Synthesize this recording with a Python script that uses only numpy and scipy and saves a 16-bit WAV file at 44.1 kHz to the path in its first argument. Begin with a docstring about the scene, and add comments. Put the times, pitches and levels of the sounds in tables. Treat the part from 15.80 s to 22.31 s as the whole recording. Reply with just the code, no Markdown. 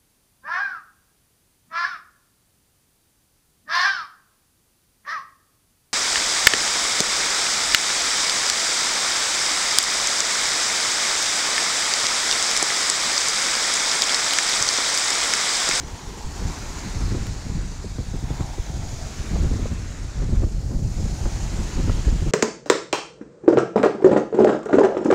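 """Wind rumbles and thumps on a camera's microphone while surf runs up a beach beside a wooden pier.
The rumble roughens in the gusts; eddies strike the port with short thumps that drop in pitch,
and the flow snaps off with a knock and a crack. Each wave roars and fizzes at once as it breaks
and runs out. The wash has a hollow note near the shore and turns brighter over open water.
Water gulps and slops around the piles, and a few dry ticks sound at the microphone."""
import sys
import numpy as np
from scipy import signal
from scipy.fft import rfft, irfft
from scipy.io import wavfile
from scipy.ndimage import uniform_filter1d

SR = 44100
rng = np.random.default_rng(int(sys.argv[2]) if len(sys.argv) > 2 else 0)


def wav_record(signal):
    """Record a signal, one row per channel, as 16-bit PCM in the file named by sys.argv[1]."""
    frames = np.transpose(np.atleast_2d(signal))
    bounded = np.clip(frames, -1, 1)
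    # unit amplitude maps onto the largest positive 16-bit level
    quanta = np.round(bounded * 32767).astype(np.int16)
    wavfile.write(sys.argv[1], SR, quanta)


N = 287091
T = np.arange(N) / SR


# Gusts. Each row: start in seconds, time until the fall in seconds, rumble in dB, extra flutter in dB.
WIND_GUSTS = [(0.574, 0.11, -27.5, -.5), (1.128, 0.33, -27, 0.5), (1.64, 0.21, -28.5, 3),
              (2.27, 0.076, -28, -10), (2.876, 0.14, -31.5, 0), (3.46, 0.43, -25, 2.5),
              (4.341, 0.33, -24, 0.5), (4.782, 0.33, -24.5, 1), (5.17, .11, -26, 5.5),
              (5.491, 0.33, -29.5, -1), (5.953, 0.23, -22.5, -1), (6.24, .28, -22, -10)]
def wind_levels():
    """Incoherent sources add in power: gusts over a freshening breeze set the rumble and flutter gains."""
    rise_s, fall_s = 0.026, 0.06
    rumble_power = gain_of(-35.5 + 1.39 * T) ** 2
    flutter_power = rumble_power * gain_of(-11) ** 2
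    for start, hold, db, rough_db in WIND_GUSTS:
        rise = np.clip((T - start) / rise_s, 0, 1)
        fall = np.exp(-np.maximum(T - start - hold, 0) / fall_s)
        gust = gain_of(db) * rise * fall
        rumble_power += gust ** 2
        flutter_power += (gust * gain_of(rough_db - 7.5)) ** 2
    return np.sqrt(rumble_power), np.sqrt(flutter_power)


# Spectra of the wind. Each row: frequency in Hz, relative level in dB.
RUMBLE_SPECTRUM = [(8, -16.5), (22, -1.5), (38, 3), (54, 0), (66, -4), (85, -3), (110, -10), (160, -14),
                   (300, -44), (800, -80)]
FLUTTER_SPECTRUM = [(40, -58), (90, -1.5), (135, -2), (190, -5), (260, -11), (380, -18.5), (550, -22.5),
                    (900, -35.5), (2000, -55), (5000, -77)]
def wind():
    """Turbulence gives slow pressure swings; flow separation at the port adds clumps of flutter."""
    rumble_gain, flutter_gain = wind_levels()
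    puffs = wander(14)  # shared by rumble and flutter
    rumble = coloured(rng.standard_normal(N), RUMBLE_SPECTRUM)
    rumble = steadied(rumble * gain_of(3.5 * puffs), seconds=0.25)
    clumps = gain_of(4.4 * wander(49))
    flutter = steadied(coloured(rng.standard_normal(N) * clumps, FLUTTER_SPECTRUM), seconds=0.13)
    return rumble_gain * rumble + flutter_gain * gain_of(1.35 * puffs) * flutter


# Spectrum of an eddy at speed 1. Each row: frequency in Hz, relative level in dB.
EDDY_SPECTRUM = [(30, -10.5), (90, 8), (170, -1.5), (260, 3.5), (400, -7), (650, -18.5), (1000, -26.5),
                 (1800, -34), (5000, -79)]
# Eddies striking the port. Each row: start in seconds, level in dB, length in seconds,
# speed as a factor on pitch, share of clean thump from 0 to 1.
EDDIES = [(0.03, -27, 0.031, 0.55, 0.34), (0.444, -17.5, 0.032, 0.16, 0.6), (0.609, -29, 0.077, 0.62, 0),
          (0.878, -25.5, 0.039, 0.19, 0.96), (1.047, -27.5, 0.056, 0.52, 0.15),
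          (1.153, -23, 0.026, 0.4, 0.3), (1.214, -16, 0.062, 0.28, 0.72), (1.321, -19.5, 0.017, 0.55, 0.82),
          (1.343, -21.5, 0.032, 1.07, 0.44), (1.393, -21, 0.033, 0.234, 0.3),
          (1.506, -22.5, 0.036, 0.43, 0.6), (1.742, -21.5, 0.058, 0.53, 0.1),
          (2.046, -20.5, 0.032, 0.56, 0.72), (2.19, -17, 0.019, 0.62, 0.98), (2.2, -29, 0.014, 1.3, 0.1),
          (2.334, -26.5, 0.039, 1.1, 0.01), (2.426, -16.5, 0.037, 0.39, 0.67),
          (2.504, -16.5, 0.024, 0.67, 0.96), (2.527, -20, 0.019, 0.41, 0.54),
          (2.595, -23.5, 0.018, 0.98, 0), (2.607, -19, 0.023, 0.56, 0.75), (2.64, -17, .022, 0.19, .9),
          (2.779, -25.5, 0.021, 1.17, 0.38), (2.795, -22, 0.02, 0.29, 0.84),
          (2.893, -26, 0.025, 0.49, 0.17), (3.066, -16.5, 0.013, 0.17, 0.66), (3.161, -32, .03, 0.3, 0.8),
          (3.385, -25, 0.026, 0.35, 0.68), (3.532, -16.5, 0.055, 0.44, 0.88),
          (3.588, -16, 0.061, 0.48, 0.88), (3.646, -18, 0.069, 0.43, 0.66),
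          (3.713, -17.5, 0.037, 0.43, 0.6), (3.732, -24.5, 0.043, 0.94, 0.03),
          (3.789, -26.5, .035, 0.68, 0), (3.91, -25, 0.02, 0.9, 0.06), (4.417, -25, 0.016, 1.18, 0.29),
          (4.49, -22, 0.029, .65, 0.73), (4.528, -12, 0.018, 0.6, 0.8), (4.568, -8.5, 0.047, 0.212, 0.94),
          (4.62, -22, 0.031, 1.09, 0.4), (4.744, -15, 0.026, 0.23, 0.96), (4.904, -27, 0.053, 0.85, 0.04),
          (5.044, -22, 0.022, 0.53, 0.7), (5.18, -30, 0.051, 0.79, 0), (5.239, -11, 0.029, 0.25, 0.85),
          (5.427, -15, 0.038, 0.222, 0.75), (5.458, -16, 0.016, 0.95, 0.36),
          (5.788, -21.5, 0.034, 0.53, 0.4), (5.994, -20, 0.023, 0.8, 0.6), (6.075, -19, 0.025, 1, 0.35),
          (6.098, -14, .02, 0.6, 0.85), (6.268, -10, 0.035, 0.29, 0.88), (6.277, -26, 0.011, 1.5, 0.01),
          (6.325, -21, 0.012, 0.6, 0.3), (6.421, -19.5, 0.018, 0.77, .5), (6.459, -20, 0.047, 0.57, 0.25)]
def buffets():
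    """Frequency scales with flow speed: each eddy drops in pitch as it slows, and leaves a low wake."""
    strike_speed, spent_speed = 1.4, 0.608
    pressure = steadied(coloured(rng.standard_normal(N), EDDY_SPECTRUM), seconds=0.013)
    wake = steadied(coloured(rng.standard_normal(N), RUMBLE_SPECTRUM), seconds=0.059)
    unrest = wander(155)
    out = np.zeros(N)
    for start, db, length, speed, clean in EDDIES:
        near = (T >= start) & (T < start + 6 * length)
        t = T[near] - start
        pace = speed * (spent_speed + (strike_speed - spent_speed) * np.exp(-t / length))
        falling_noise = np.interp(start + np.cumsum(pace) / SR, T, pressure)
        rough = gain_of(-1.2) * eddy_force(t, length) * falling_noise
        rough += gain_of(-5.5) * eddy_force(t, 1.4 * length) * wake[near]
        thump = gain_of(-0.5) * eddy_thump(t, length, speed, unrest[near])
        out[near] += gain_of(db) * (np.sqrt(1 - clean) * rough + np.sqrt(clean) * thump)
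    return out


def eddy_force(t, length):
    """A transient load builds quickly and falls more slowly, along a Gaussian curve."""
    attack_s = 0.11 * length
    return (1 - np.exp(-t / attack_s)) * np.exp(-(t / length) ** 2)


def eddy_thump(t, length, speed, unrest):
    """Damped oscillation: a square hit sets off pointed pressure swings that slow down and round off."""
    start_hz, end_hz, attack_s = 232.5 * speed, 35.2, 0.0011 / speed
    slowing = np.exp(-t / (0.556 * length))
    hz = (end_hz + (start_hz - end_hz) * slowing) * np.exp(0.231 * unrest)
    wave = np.sin(phase_of(hz))
    sharpness = 0.43 * np.sqrt(slowing)
    pointed = (wave - sharpness) / (1 - 2 * sharpness * wave + sharpness ** 2)
    envelope = (1 - np.exp(-t / attack_s)) * np.exp(-(t / (1.19 * length)) ** 2.3)
    return pointed * envelope


# Snaps at the port. Each row: start in seconds, knock level in dB, pitch in Hz, decay in seconds,
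# crack level in dB.
FLOW_SNAPS = [(1.318, -15, 380, 0.0016, -36), (2.0432, -22, 310, 0.0037, -49),
              (2.1846, -18, 397, 0.0025, -40), (2.607, -19, 424, 0.0025, -30), (2.783, -23, 342, .003, -44),
              (3.5567, -17.5, 522, 0.0021, -36), (3.5635, -21, 614, 0.0027, -41),
              (3.8564, -16, 468, .003, -40), (4.633, -17.5, 424, 0.0044, -35.5),
              (5.456, -16, 380, 0.0018, -27), (6.096, -15, 480, .003, -24)]
def snaps():
    """Abrupt flow separation makes a knock and a dry crack of torn air, both gone in milliseconds."""
    crack_hz, width_hz, attack_s = 1077, 360, 0.00057
    phase = 2 * np.pi * crack_hz * T
    tearing = steadied(np.cos(phase) * wander(width_hz) + np.sin(phase) * wander(width_hz), seconds=.008)
    pitch_jitter = np.exp(0.24 * wander(320))
    out = np.zeros(N)
    for start, knock_db, hz, decay, crack_db in FLOW_SNAPS:
        near = (T >= start) & (T < start + .05)
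        t = T[near] - start
        knock = gain_of(knock_db) * np.sin(phase_of(hz * pitch_jitter[near]))
        crack = gain_of(crack_db) * tearing[near]
        envelope = (1 - np.exp(-t / attack_s)) * np.exp(-t / decay)
        out[near] += envelope * (knock + crack)
    return out


# Spectra of breakers, foam and spray. Each row: frequency in Hz, relative level in dB.
ROAR_SPECTRUM = [(60, -33), (200, 11.5), (380, 6.5), (550, 1), (800, 1.5), (1100, 0), (1400, 1),
                 (1700, -0.5), (2300, -2), (3000, -7.5), (4000, -5.5), (6000, -44), (12000, -60)]
FOAM_SPECTRUM = [(1000, -72), (2500, -10), (3300, -17), (4300, -2.5), (5500, -2), (6300, 0), (6900, 0.5),
                 (7500, -3.5), (8300, -9.5), (10000, -17.5), (12000, -25), (16000, -30)]
SPRAY_SPECTRUM = [(5000, -34), (9000, -2), (11500, -4), (13500, -7.5), (16000, -7.5)]
# Waves breaking and running out. Each row: time in seconds, relative roar in dB, relative foam in dB.
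WAVES = [(0, -47.5, -46.5), (.5, -48, -44.5), (.72, -42.5, -40.5), (.88, -44.8, -42.5), (1.1, -42.5, -41),
         (1.7, -47.5, -45.5), (2.2, -51, -47.7), (2.6, -47.5, -46.5), (3.1, -49.5, -44.5),
         (3.4, -44.5, -43), (3.52, -44, -43.5), (3.72, -45.5, -44.5), (4.1, -48, -47.5), (4.55, -49.5, -48),
         (4.7, -54.5, -49.5), (5.02, -56.5, -48.5), (5.15, -50, -45.5), (5.38, -47.8, -42.5),
         (5.75, -44, -42), (6.1, -44.5, -42.5), (6.5, -46.5, -44.5)]
# The finest spray, from the nearest foam. Each row: time in seconds, level in dB.
FINE_SPRAY = [(0, -63), (.9, -58.5), (1.9, -71), (2.45, -61.5), (3.65, -62), (4.3, -73), (4.8, -66),
              (5.4, -61), (6.5, -65)]
# The hollow note of the wash, gulps under the pier and bright splashes around the piles.
# Each row: time in seconds, centre frequency in Hz, level in dB.
HOLLOW_WASH = [(0, 912, -49.5), (.3, 899, -47), (.75, 890, -45.5), (1.1, 917, -50.5), (1.5, 906, -54),
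               (2.2, 896, -57), (2.55, 839, -45.5), (2.9, 754.5, -48), (3.25, 697, -52.5), (3.6, 692, -53),
               (4.2, 648, -57.5), (5, 649.3, -52), (5.4, 722.5, -47), (6, 925, -49.5), (6.5, 938, -56)]
PIER_GULP = [(0, 344.6, -75), (.3, 392, -49), (.6, 372.5, -53), (1, 327, -50), (1.5, 329.7, -68.5),
             (6.5, 327.5, -43.5)]
PILE_SPLASH = [(0, 3300, -55.5), (.9, 3300, -62), (1.1, 4400, -53), (1.5, 4400, -61), (2.5, 3500, -55.5),
               (3.5, 3300, -59), (4.4, 3500, -66), (5.1, 3000, -71), (5.6, 2900, -56), (6, 2950, -52),
               (6.5, 2950, -51.5)]
def surf():
    """Superposition: countless bubbles merge into roar and hiss, joined by the resonances of the wash."""
    roar_db, foam_db = curves(WAVES)
    spray_db, = curves(FINE_SPRAY)
    roar = gain_of(roar_db + 4.5) * churn(ROAR_SPECTRUM, patchy_db=1.14, flicker_db=0.6)
    hiss = gain_of(foam_db - 0.5) * churn(FOAM_SPECTRUM, patchy_db=1.48, flicker_db=0.5)
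    pops = bubbles(per_s=2600, spread_db=3.6, decay_cycles=2.5)
    crackle = gain_of(foam_db - 8.0) * unit_rms(coloured(pops, FOAM_SPECTRUM))
    spray = gain_of(spray_db) * churn(SPRAY_SPECTRUM, patchy_db=0.8, flicker_db=0.4)
    waver = gain_of(1.25 * wander(29))
    gurgle = waver * (wash(HOLLOW_WASH, width_hz=254) + wash(PIER_GULP, width_hz=86))
    slosh = gain_of(0.4 * wander(46))  # collapsing crests lift all of these layers at once
    splash = wash(PILE_SPLASH, width_hz=560)
    return slosh * (roar + hiss + crackle + spray + gurgle + splash)


def churn(spectrum, patchy_db, flicker_db):
    """Random modulation: patches of bubbles come and go, and splashes flicker across the whole band."""
    frames, hz = N // 256 + 5, np.fft.rfftfreq(1024, 1 / SR)
    real, imaginary, patches = rng.standard_normal((3, frames, len(hz)))
    patches = uniform_filter1d(patches, size=14, axis=0)  # smooth in time
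    patches = unit_rms(uniform_filter1d(patches, size=10, axis=1))  # and in frequency
    spectra = (real + 1j * imaginary) * gain_of(level_at(spectrum, hz) + patchy_db * patches)
    water = signal.istft(spectra.T, nperseg=1024, noverlap=768)[1][:N]
    return unit_rms(water * gain_of(flicker_db * wander(43)))


def bubbles(per_s, spread_db, decay_cycles):
    """Bursting bubbles ring as heavily damped resonators, a few much louder than the rest."""
    pitches = np.geomspace(1500, 14000, 24)
    t = np.arange(500) / SR
    out = np.zeros(N)
    for hz in pitches:
        bursts = rng.random(N) < per_s / len(pitches) / SR
        strength = gain_of(spread_db * np.minimum(rng.exponential(1, N), 4))
        ring = np.sin(2 * np.pi * hz * t) * np.exp(-hz * t / decay_cycles) * hz
        out += signal.oaconvolve(bursts * strength, ring)[:N]
    return unit_rms(out)


def wash(rows, width_hz):
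    """Moving water sounds in one broad resonance that drifts in pitch and level."""
    hz, db = curves(rows)
    return gain_of(db) * unit_rms(noise_band(hz, width_hz))


# Wavelets against the piles. Each row: start in seconds, length in seconds, centre frequency in Hz,
# width in Hz, level in dB.
WAVELETS = [(0.246, 0.14, 424, 60, -43.5), (.68, 0.111, 954, 380, -46), (.93, 0.11, 1047, 300, -47),
            (2.92, 0.2005, 733, 170, -49), (3.161, .17, 692, 105, -45)]
def slops():
    """Cavity resonance: each slop swells and fades, its pitch climbing as the air pocket closes."""
    pitch_rise = .08
    out = np.zeros(N)
    for start, length, hz, width_hz, db in WAVELETS:
        progress = np.clip((T - start) / length, 0, 1)
        rising_hz = hz * (1 + pitch_rise * (progress - .5))
        water = steadied(noise_band(rising_hz, width_hz), seconds=.1)
        out += gain_of(db) * np.sin(np.pi * progress) * water
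    return out


# Dry ticks at the microphone. Each row: start in seconds, peak level in dB.
DRY_TICKS = [(0.85, -37), (1.469, -18), (4.112, -29)]
def ticks():
    """Exponential relaxation: a pressure step leaks away in a fraction of a millisecond."""
    return sum(gain_of(db) * (T >= start) * np.exp(-abs(T - start) / .0001) for start, db in DRY_TICKS)


def gain_of(db):
    """Amplitude grows tenfold every 20 dB."""
    return 10 ** (np.asarray(db) / 20)


def unit_rms(x):
    """Normalisation to an rms of 1."""
    return x / np.sqrt(np.mean(x ** 2) + 1e-20)


def phase_of(hz):
    """Phase is the integral of frequency."""
    return 2 * np.pi * np.cumsum(hz) / SR


def level_at(spectrum, hz):
    """Interpolation of a spectrum on a log-frequency axis."""
    f, db = np.transpose(spectrum)
    return np.interp(np.log(hz + 1), np.log(f + 1), db)


def curves(rows):
    """Linear interpolation of each column over time."""
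    times, *columns = np.transpose(rows)
    return [np.interp(T, times, column) for column in columns]


def coloured(x, spectrum):
    """Filtering is multiplication in the frequency domain."""
    return irfft(rfft(x) * gain_of(level_at(spectrum, np.fft.rfftfreq(N, 1 / SR))), N)


def wander(hz):
    """Low-pass noise of unit rms moves no faster than about hz."""
    f = np.fft.rfftfreq(N, 1 / SR)
    return unit_rms(irfft(rfft(rng.standard_normal(N)) * np.exp(-(f / hz) ** 2), N))


def noise_band(hz, width_hz):
    """Quadrature modulation shifts slow noise into a band around hz."""
    return (np.exp(1j * phase_of(hz)) * (wander(width_hz) + 1j * wander(width_hz))).real


def steadied(x, seconds):
    """Division by the running rms holds the slow level at 1 and keeps the quick lumps."""
    window = signal.windows.hann(int(seconds * SR) + 3)
    power = signal.fftconvolve(x ** 2, window, "same") / signal.fftconvolve(np.ones(N), window, "same")
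    return x / np.sqrt(abs(power) + 1e-20)


def scene():
    """The pressures of sea and wind add at one microphone."""
    return (surf() + wind() + buffets() + snaps() + slops() + ticks())[None]


def record(dry):
    """A low-pass filter sets the recorder's band limit."""
    edge_hz = 15750
    low_pass = signal.firwin(511, edge_hz, window=("kaiser", 9), fs=SR)
    return signal.oaconvolve(dry, low_pass[None], "same")


dry = scene()
out = record(dry)
wav_record(out)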